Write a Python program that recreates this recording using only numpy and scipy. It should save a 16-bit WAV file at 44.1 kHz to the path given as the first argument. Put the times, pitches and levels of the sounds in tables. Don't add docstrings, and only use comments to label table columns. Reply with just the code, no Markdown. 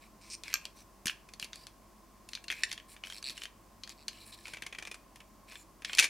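import sys
import numpy as np
from scipy import signal
from scipy.fft import rfft, irfft, next_fast_len
from scipy.io import wavfile
from scipy.ndimage import map_coordinates

SR = 44100
rng = np.random.default_rng(int(sys.argv[2]) if len(sys.argv) > 2 else 0)


def to_wav(sig):
    pcm = np.clip(np.atleast_2d(sig), -1, 1) * 32767
    pcm = np.round(pcm).astype(np.int16)
    wavfile.write(sys.argv[1], SR, pcm.T)


N = 268569

PART_SOUNDS = {"panel": (2400, -12, -6, -10.5, -23, 0.0015, 0.03, -7.5, 0.0356, -11),
               "lid": (1880, -14.5, -5.5, -10, -18, -0.0009, 0.0335, -12, .015, -12),
               "shell": (2345, -19, -5.5, -17, -26, 0.0017, 0.01, -4.5, 0.01, -12),
               "flap": (2297, -14.5, -5.5, -11.5, -24, 0, 0.06, -3, 0.07, -10),
               "stop": (2640, -22, -13, -23, -29, .0005, .009, -8, 0.0052, -17),
               "latch": (2700, -22, -3.5, -8, -19.5, 0, 0.0263, -4.5, 0.03, -25),
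               "hip": (3060, -17, -4.5, -13, -25, 0.0004, 0.0134, -5.5, 0.02, -15.5),
               "socket": (3250, -23, 1, -8.5, -23, 0.0017, 0.02, -9, 0.0155, -10),
               "hinge": (4145, -25, 6, -8, -22, .0006, .012, -7, .014, -20),
               "peg": (4550, -12, 5.5, -0.5, -11, .0004, .011, -6, .014, -19)}
# start in s, end in s, base level in dB, rubbed part's pitch in Hz,
# singing of that part in dB over the base level.
RUB_STROKES = [(0, 0.085, -65, 2410, -2), (0.196, .322, -63.5, 2350, -4), (0.429, 0.55, -55.5, 2400, 0),
               (0.584, .69, -70, 2450, 8), (.747, .84, -63, 5900, -2), (1.057, 1.123, -48, 2870, -7),
               (1.403, 1.461, -53, 4300, -5), (1.511, 1.673, -64, 4700, 2),
               (2.298, 2.356, -61.5, 4300, -10), (2.497, 2.67, -55.5, 2450, 0.5),
               (2.679, 2.755, -54.5, 3040, -5), (2.873, 2.962, -61, 9050, -4),
               (3.024, 3.219, -58, 5400, -3), (3.239, 3.345, -55, 4400, -3), (3.336, 3.473, -56, 3000, -8),
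               (3.893, 3.936, -57.5, 4400, -4), (4.102, 4.213, -61, 2930, -3),
               (4.193, 4.258, -59.5, 4050, 0), (4.248, 4.32, -58.5, 9550, -2),
               (4.313, 4.362, -57.5, 4070, 4), (4.352, 4.475, -62.5, 4040, -17),
               (4.436, 4.583, -56.5, 2360, -8), (5.467, 5.585, -58, 2485, -1),
               (5.56, 5.641, -64.5, 7170, 1.5), (5.857, 5.983, -55, 2220, 3)]


def amp(db):
    return 10 ** (np.asarray(db) / 20)


def unit(x):
    return x / np.sqrt(np.mean(x ** 2) + 1e-20)


def along(points, hz):
    point_hz, values = np.transpose(points)
    return np.interp(np.log(hz + 1), np.log(point_hz + 1), values)


def filtered(x, response):
    n = x.shape[-1]
    padded = next_fast_len(n + 8192)
    spectrum = rfft(x, padded) * response(np.fft.rfftfreq(padded, 1 / SR))
    return irfft(spectrum, padded)[..., :n]


def coloured(x, spectrum):
    return unit(filtered(x, lambda hz: amp(along(spectrum, hz))))


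def resonances(table):
    def response(f):
        total = 0
        for k, (hz, width_hz, db) in enumerate(table):
            total = total + (-1) ** k * amp(db) * 1j * f * width_hz / (hz * hz - f * f + 1j * f * width_hz)
        return total
    return response


def spread(pair, alike):
    def mid_side_gains(hz):
        turn = np.arccos(np.clip(along(alike, hz), -1, 1)) / 2
        return np.array([np.cos(turn), np.sin(turn)])
    mid, side = filtered(pair, mid_side_gains)
    return np.array([mid + side, mid - side])


def add(track, start_s, sound):
    i = max(0, round(start_s * SR))
    part = track[..., i:i + sound.shape[-1]]
    part += sound[..., :part.shape[-1]]


def background(air_rms_db=-61):
    # frequency in Hz, relative density in dB per Hz.
    air_spectrum = [(35, -34), (60, -10.5), (124, -12), (212, -7.5), (244, -10.5), (323, -8.5), (469, -17),
                    (651, -11.5), (785, -16), (1040, -13.5), (1440, -22), (3850, -30), (4640, -27),
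                    (5090, -26.5), (16000, -31.5)]
    # frequency in Hz, left-right likeness from 0 to 1.
    air_alike = [(30, 0.83), (120, 0.69), (400, 0.76), (1000, 0.65), (3000, 0.91), (12000, 0.36)]
    # frequency in Hz, rms level in dB.
    hum_tones = [(48.4, -66.5), (34.5, -75)]
    # centre in Hz, rms level in dB, width in Hz.
    fan_drones = [(98.3, -75, 12), (209.7, -73, 25), (334.8, -76.5, 8.4), (1059, -69.5, 83)]
    t = np.arange(N) / SR
    noise = spread(rng.standard_normal((2, N)), air_alike)
    out = amp(air_rms_db) * coloured(noise, air_spectrum)
    for hz, db in hum_tones:
        out += amp(db) * unit(np.sin(2 * np.pi * hz * t))
    for hz, db, width_hz in fan_drones:
        drone = filtered(rng.standard_normal(N), lambda f: np.exp(-2 * ((f - hz) / width_hz) ** 2))
        out += amp(db) * unit(drone)
    return out


def room(x, delay_s=0.004, early_db=5, early_t60_s=0.086):
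    # frequency in Hz, t60 in s.
    room_t60 = [(200, 0.46), (2000, 0.39), (6000, 0.27), (14000, 0.27)]
    # frequency in Hz, left-right likeness from 0 to 1.
    room_alike = [(300, 0.5), (2000, .9), (5000, 0.7), (10000, .1)]
    hz, t, noise = signal.stft(rng.standard_normal((2, SR // 2)), SR, nperseg=256)
    late_decay = amp(-60 * t / along(room_t60, hz)[:, None])
    early_decay = amp(early_db - 60 * t / early_t60_s)
    tail = signal.istft(noise * (late_decay + early_decay), SR, nperseg=256)[1]
    tail = spread(tail, room_alike)
    tail /= np.linalg.norm(tail[0])
    delayed = np.pad(x, (round(delay_s * SR), 0))
    return signal.fftconvolve(delayed[None], tail, axes=1)[:, :N]


def thumps(t60_s=0.032):
    # start in s, initial amplitude in dB, pitch in Hz.
    limb_stops = [(1.0567, -33.5, 207), (1.073, -47, 298), (1.426, -45.5, 189), (2.501, -53, 320),
                  (3.303, -47.5, 227), (4.536, -48, 156), (4.624, -52, 170), (4.663, -52, 155),
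                  (4.784, -49, 176), (5.991, -45.5, 226)]
    out, t = np.zeros(N), np.arange(SR // 8) / SR
    for start_s, db, hz in limb_stops:
        add(out, start_s, amp(db - 60 * t / t60_s) * np.sin(2 * np.pi * hz * t))
    return out


def rubs(grain_db=4.0, grains_per_s=500, part_width_hz=220, scrape_db=-1):
    # frequency in Hz, width in Hz, level in dB.
    scraped_shell = [(1716, 70, -3), (2360, 320, -1.5), (2950, 710, -7.5), (4100, 500, -2),
                     (5480, 290, -4.5), (7600, 300, -6.5)]
    # frequency in Hz, relative level in dB.
    hiss_spectrum = [(4500, -31), (7800, -13), (9400, -10), (11500, -16), (16000, -24)]
    hiss_db_per_octave, hiss_even_hz = 4, 9100
    out = np.zeros(N)
    knots = np.arange(N) * grains_per_s / SR
    grains = np.array([np.interp(knots, np.arange(N), row) for row in rng.standard_normal((3, N))])
    friction = rng.standard_normal((3, N)) * amp(grain_db * grains)
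    scrape = unit(filtered(friction[0], resonances(scraped_shell)))
    hiss = coloured(friction[1], hiss_spectrum)
    for start_s, end_s, db, hz, part_db in RUB_STROKES:
        span = slice(max(0, round(start_s * SR)), round(end_s * SR))
        part = unit(filtered(friction[2, span], resonances([(hz, part_width_hz, 0)])))
        hiss_db = hiss_db_per_octave * np.log2(hz / hiss_even_hz)
        stroke = amp(scrape_db) * scrape[span] + amp(hiss_db) * hiss[span] + amp(part_db) * part
        add(out, start_s, amp(db) * stroke * signal.windows.tukey(len(stroke), 0.5))
    return out


def creaks(jitter_periods=0.018, size_scatter_db=1, grit=0.22, grit_t60_s=0.005):
    # start in s, end in s, first and last slips per s, first and last level in dB,
    # joint (0 knee, 1 shoulder).
    joint_turns = [(0.214, 0.303, 172.5, 258, -61.5, -62, 0), (0.301, 0.353, 306, 209.4, -48, -40, 0),
                   (3.134, 3.19, 84.8, 122.4, -52.5, -50, 1), (3.242, 3.289, 127.4, 143, -40.5, -40.5, 1),
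                   (3.978, 4.035, 140.4, 148, -62.5, -61.5, 1)]
    # frequency in Hz, width in Hz, level in dB.
    knee = [(2430, 260, -7), (4200, 820, -7.5), (5400, 650, 0), (6280, 610, -5.5), (7000, 500, -8),
            (8600, 330, -3), (10300, 1500, -20.5)]
    shoulder = [(2310, 490, 6.5), (2696, 310, 8.5), (3830, 710, 7), (4460, 470, 14.5), (5600, 500, -1),
                (7820, 480, 2.5), (10500, 1500, -19)]
    out, t = np.zeros(N), np.arange(SR // 50) / SR
    for start_s, end_s, rate0, rate1, db0, db1, joint in joint_turns:
        n = round((end_s - start_s) * SR)
        cycles = np.cumsum(np.linspace(rate0, rate1, n)) / SR
        ringing = resonances(shoulder if joint > 0.5 else knee)
        train = np.zeros(n + SR // 20)
        for i in np.searchsorted(cycles, np.arange(cycles[-1])):
            pulse = (t == 0) + grit * rng.standard_normal(len(t)) * amp(-60 * t / grit_t60_s)
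            slip = unit(filtered(pulse, ringing))
            slip_s = i / SR + jitter_periods * rng.normal() / rate0
            slip_db = (db1 - db0) * (i / n - 0.5) + size_scatter_db * rng.normal()
            add(train, slip_s, slip * amp(slip_db))
        add(out, start_s, train * amp((db0 + db1) / 2) / train[:n].std())
    return out


def snaps(crack_db=2, crack_t60_s=0.0057, attack_s=0.00033, left_over_right_db=1.5):
    # start in s, rms level of the first 5 ms in dB, panel (0 door, 1 hood).
    panel_snaps = [(0.54, -23, 0), (2.6349, -22.5, 1)]
    # frequency in Hz, level in dB, t60 in s.
    door_modes = [(1220, -11.5, 0.021), (1605, -11.5, 0.034), (2350, -10, .04), (2670, 0, 0.01),
                  (4300, 1.5, 0.011), (4700, -1.5, 0.012), (5560, 0.5, 0.018), (6330, 8, 0.0058),
                  (7420, -0.5, 0.013), (8770, -7, 0.013), (12100, -0.5, 0.0087), (12840, -10, .016)]
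    hood_modes = [(1791, -4, 0.044), (1940, 1, 0.023), (2335, -9, 0.045), (2625, 1, 0.021),
                  (2870, -10, 0.041), (3730, -4, 0.023), (4120, -13.5, 0.075), (4400, -4.5, 0.023),
                  (4600, -10, 0.032), (5510, -1, 0.019), (5600, -13, 0.015), (7350, -7, 0.032),
                  (8200, -12, 0.012), (9050, -13, 0.051)]
    crack_spectrum = [(900, -16.5), (1800, -5.0), (5800, -2.5), (10000, -10), (15000, -30)]  # Hz, dB
    out, t = np.zeros(N), np.arange(SR // 8) / SR
    head = SR // 200
    for start_s, db, panel in panel_snaps:
        ring = np.zeros(len(t))
        for hz, mode_db, t60_s in hood_modes if panel > 0.5 else door_modes:
            ring += amp(mode_db - 60 * t / t60_s) * np.sin(2 * np.pi * (hz * t + rng.random()))
        crack = coloured(rng.standard_normal(len(t)), crack_spectrum) * amp(crack_db - 60 * t / crack_t60_s)
        sound = (ring + crack) * (1 - np.exp(-t / attack_s))
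        add(out, start_s, amp(db) * sound / sound[:head].std())
    return out * amp([[left_over_right_db / 2], [-left_over_right_db / 2]])


def contacts():
    # start in s, body level in dB, part name, hardness in dB per octave.
    main_clicks = [(0.4354, -47.5, "peg", -0.5), (0.4795, -41, "shell", 1.5), (0.5014, -48, "flap", -4),
                   (0.5283, -41, "shell", 1), (0.5544, -36, "shell", -1), (0.6529, -43, "peg", -1),
                   (1.056, -38, "panel", 6.5), (1.0691, -33.5, "hip", 6), (1.0794, -32, "socket", -1.5),
                   (1.0959, -31, "stop", -9), (1.2872, -55, "panel", 2), (1.3362, -53, "peg", 0),
                   (1.3972, -46.5, "peg", 1), (1.4259, -35, "stop", 4), (1.4442, -51.5, "peg", 3),
                   (1.531, -46, "hinge", -2), (1.557, -56, "peg", 3), (1.6683, -51, "peg", -0.5),
                   (2.2886, -50.5, "latch", 4.5), (2.3325, -43, "hinge", -2.5), (2.351, -43, "hinge", 1.5),
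                   (2.3737, -48.5, "stop", -2), (2.4407, -51, "latch", 2.5), (2.4815, -43, "hinge", -1.5),
                   (2.5012, -30, "stop", 1), (2.5065, -38, "hip", -1), (2.5148, -41.5, "lid", 3),
                   (2.523, -35.5, "shell", -1.5), (2.714, -37.5, "socket", -1), (2.7272, -45.5, "peg", 1.5),
                   (2.777, -43, "hip", -1), (2.799, -49, "hip", -4), (2.964, -51, "lid", -2.5),
                   (3.0368, -37.5, "hip", -6), (3.0478, -44, "shell", -4), (3.07, -45.5, "hip", 0.5),
                   (3.0996, -43, "hip", 1), (3.123, -43.5, "hip", 0.5), (3.2265, -49, "peg", 0),
                   (3.2962, -46, "hinge", 2.5), (3.303, -49, "peg", 0), (3.377, -42.5, "latch", -1),
                   (3.418, -42, "hip", -0.5), (3.4354, -42.5, "hip", 5), (3.4544, -40.5, "hip", -0.5),
                   (3.8349, -46.5, "hinge", 0), (3.875, -51.5, "peg", -2.5), (3.8932, -54, "peg", 3),
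                   (3.9005, -54, "peg", -3), (4.0812, -42, "hinge", 4), (4.0863, -45.5, "hip", 4),
                   (4.4542, -42, "shell", -1.5), (4.4686, -49, "panel", 1), (4.4797, -46, "panel", 1.5),
                   (4.5344, -41.5, "panel", 1), (4.5455, -46, "shell", -3), (4.5689, -44.5, "panel", -1.5),
                   (4.6216, -38.5, "lid", 0), (4.6633, -40, "panel", 1.5), (4.7249, -42.5, "panel", -2.5),
                   (4.7479, -43.5, "panel", -3.5), (4.7845, -39, "panel", -0.5), (4.8233, -42, "panel", 0),
                   (4.85, -44, "panel", 0.5), (4.8712, -42.5, "panel", 0.5), (4.9129, -41, "panel", 1),
                   (4.9421, -46, "panel", 2.5), (5.158, -54.5, "lid", 4), (5.2033, -51.5, "lid", -0.5),
                   (5.5192, -51, "panel", 1.5), (5.5546, -45.5, "hip", -0.5), (5.8203, -50, "lid", -0.5),
                   (5.8466, -35, "socket", -0.5), (5.896, -38, "lid", -11), (5.9312, -35, "hip", 2),
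                   (5.9388, -41, "hip", -3), (5.9498, -43, "peg", 2), (5.972, -39, "flap", 4.5),
                   (5.9833, -22, "socket", -2), (5.99, -16.5, "latch", 0), (5.9966, -19, "latch", 1.5),
                   (6.005, -29, "flap", 2.5), (6.0249, -27, "flap", 0.5), (6.0318, -31.5, "flap", 2),
                   (6.0417, -26, "flap", 2)]
    settle_s, settle_log_spread = 0.008, 0.3
    catch_per_s, catch_over_rub_db, catch_scatter_db = 28, -2, 4
    grip_s = 0.02
    delays_s = settle_s * np.exp(settle_log_spread * rng.standard_normal(len(main_clicks)))
    settles = []
    for (s, db, part, hardness), delay_s in zip(main_clicks, delays_s):
        settles.append((s + delay_s, db + PART_SOUNDS[part][-1], part, hardness))
    catches = []
    for (start_s, end_s, db, hz, _), draws in zip(RUB_STROKES, rng.random((len(RUB_STROKES), 16, 2))):
        part = min(PART_SOUNDS, key=lambda name: abs(PART_SOUNDS[name][0] - hz))
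        catch_db = db + catch_over_rub_db - max(PART_SOUNDS[part][2], 0)
        for k, (when, size) in enumerate(draws):
            s = start_s + (k + when) / catch_per_s
            if start_s + grip_s < s < end_s - grip_s:
                catches.append((s, catch_db + catch_scatter_db * (2 * size - 1), part, 0))
    return main_clicks + settles + catches


def clicks(shell_db=-23, buzz_db=-18, buzz_t60_s=0.061, hold=1.33, scatter_db=3.5, side_db=1, pan_db=1.46):
    # frequency in Hz, level in dB, t60 in s.
    shell_modes = [(1750, -22, 0.059), (2130, -13.5, 0.21), (2310, -8, 0.12), (2350, -10, 0.091),
                   (2450, -4, 0.11), (2580, -6, 0.066), (2750, -19, 0.05), (2870, -18, 0.11),
                   (3060, -27, 0.1), (3100, -12, 0.075), (3286, -6, 0.091), (3890, -9, 0.11),
                   (4140, -1.5, .06), (4400, 3.5, 0.051), (4830, -11, 0.11), (5150, -21, 0.053),
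                   (5900, -21, .08), (7240, -20, 0.058), (7900, -16, 0.063), (7600, -3, 0.063),
                   (8950, -15, 0.08), (10130, -8, 0.077), (11500, -16, .05)]
    # lower edge in Hz, upper edge in Hz.
    bands_hz = [(300, 1300), (1600, 3300), (3300, 6300), (6500, 10300), (10500, 14000)]
    usual_db, knock_lag = -42.5, 0.33
    grip_detune = 0.051
    out, t = np.zeros((2, N)), np.arange(SR // 6) / SR
    head = SR // 200
    hz, mode_db, t60_s = np.transpose(shell_modes)[:, :, None]
    modes = amp(mode_db - 60 * t / t60_s) * np.exp(2j * np.pi * hz * t)
    filters = [signal.butter(3, band, 'bandpass', fs=SR, output='sos') for band in bands_hz]
    centres = np.log2(bands_hz).mean(axis=1)
    octaves_over_body = np.maximum(centres - centres[1], 0)
    band_index = np.arange(len(bands_hz))
    for s, db, part, hardness in contacts():
        part_hz, knock, snap, tick, fizz, rise_s, crack_t60_s, ping_db, ping_t60_s, _ = PART_SOUNDS[part]
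        rise = np.minimum(t / max(rise_s, 1 / SR), 1)
        age_s = np.maximum(t - rise_s, 0)
        chatter = np.exp(-(np.log(1000) * age_s / crack_t60_s) ** hold)
        buzz = amp(buzz_db - 60 * age_s / buzz_t60_s)
        crack = rng.standard_normal(len(t)) * (chatter + buzz)
        ping_hz = part_hz * np.exp(grip_detune * rng.normal())
        ping = amp(ping_db - 60 * age_s / ping_t60_s) * np.sin(2 * np.pi * ping_hz * t)
        phases = np.exp(2j * np.pi * rng.random(len(shell_modes)))
        strengths = amp(scatter_db * rng.standard_normal(len(shell_modes))) * phases
        ring = amp(shell_db) * (strengths @ modes).imag
        sources = [crack] + [crack + ping + ring] * (len(filters) - 1)
        bands = np.array([signal.sosfilt(sos, rise * source) for sos, source in zip(filters, sources)])
        balance_db = np.array([knock - knock_lag * (db - usual_db), 0, snap, tick, fizz])
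        balance_db += hardness * octaves_over_body
        bands *= (amp(db + balance_db) / bands[:, :head].std(axis=1))[:, None]
        pan = (side_db + pan_db * rng.standard_normal(len(bands_hz)) * band_index / 2) / 2
        add(out, s, amp(np.array([pan, -pan])) @ bands)
    return out


def scene(room_db=-11):
    air = background()
    toy = snaps() + creaks() + rubs() + thumps() + clicks()
    return toy + amp(room_db) * room(toy.mean(axis=0)) + air


def record(dry, top_hz=15900):
    return filtered(dry, lambda hz: 1 / (1 + (hz / top_hz) ** 120))


dry = scene()
out = record(dry)
to_wav(out)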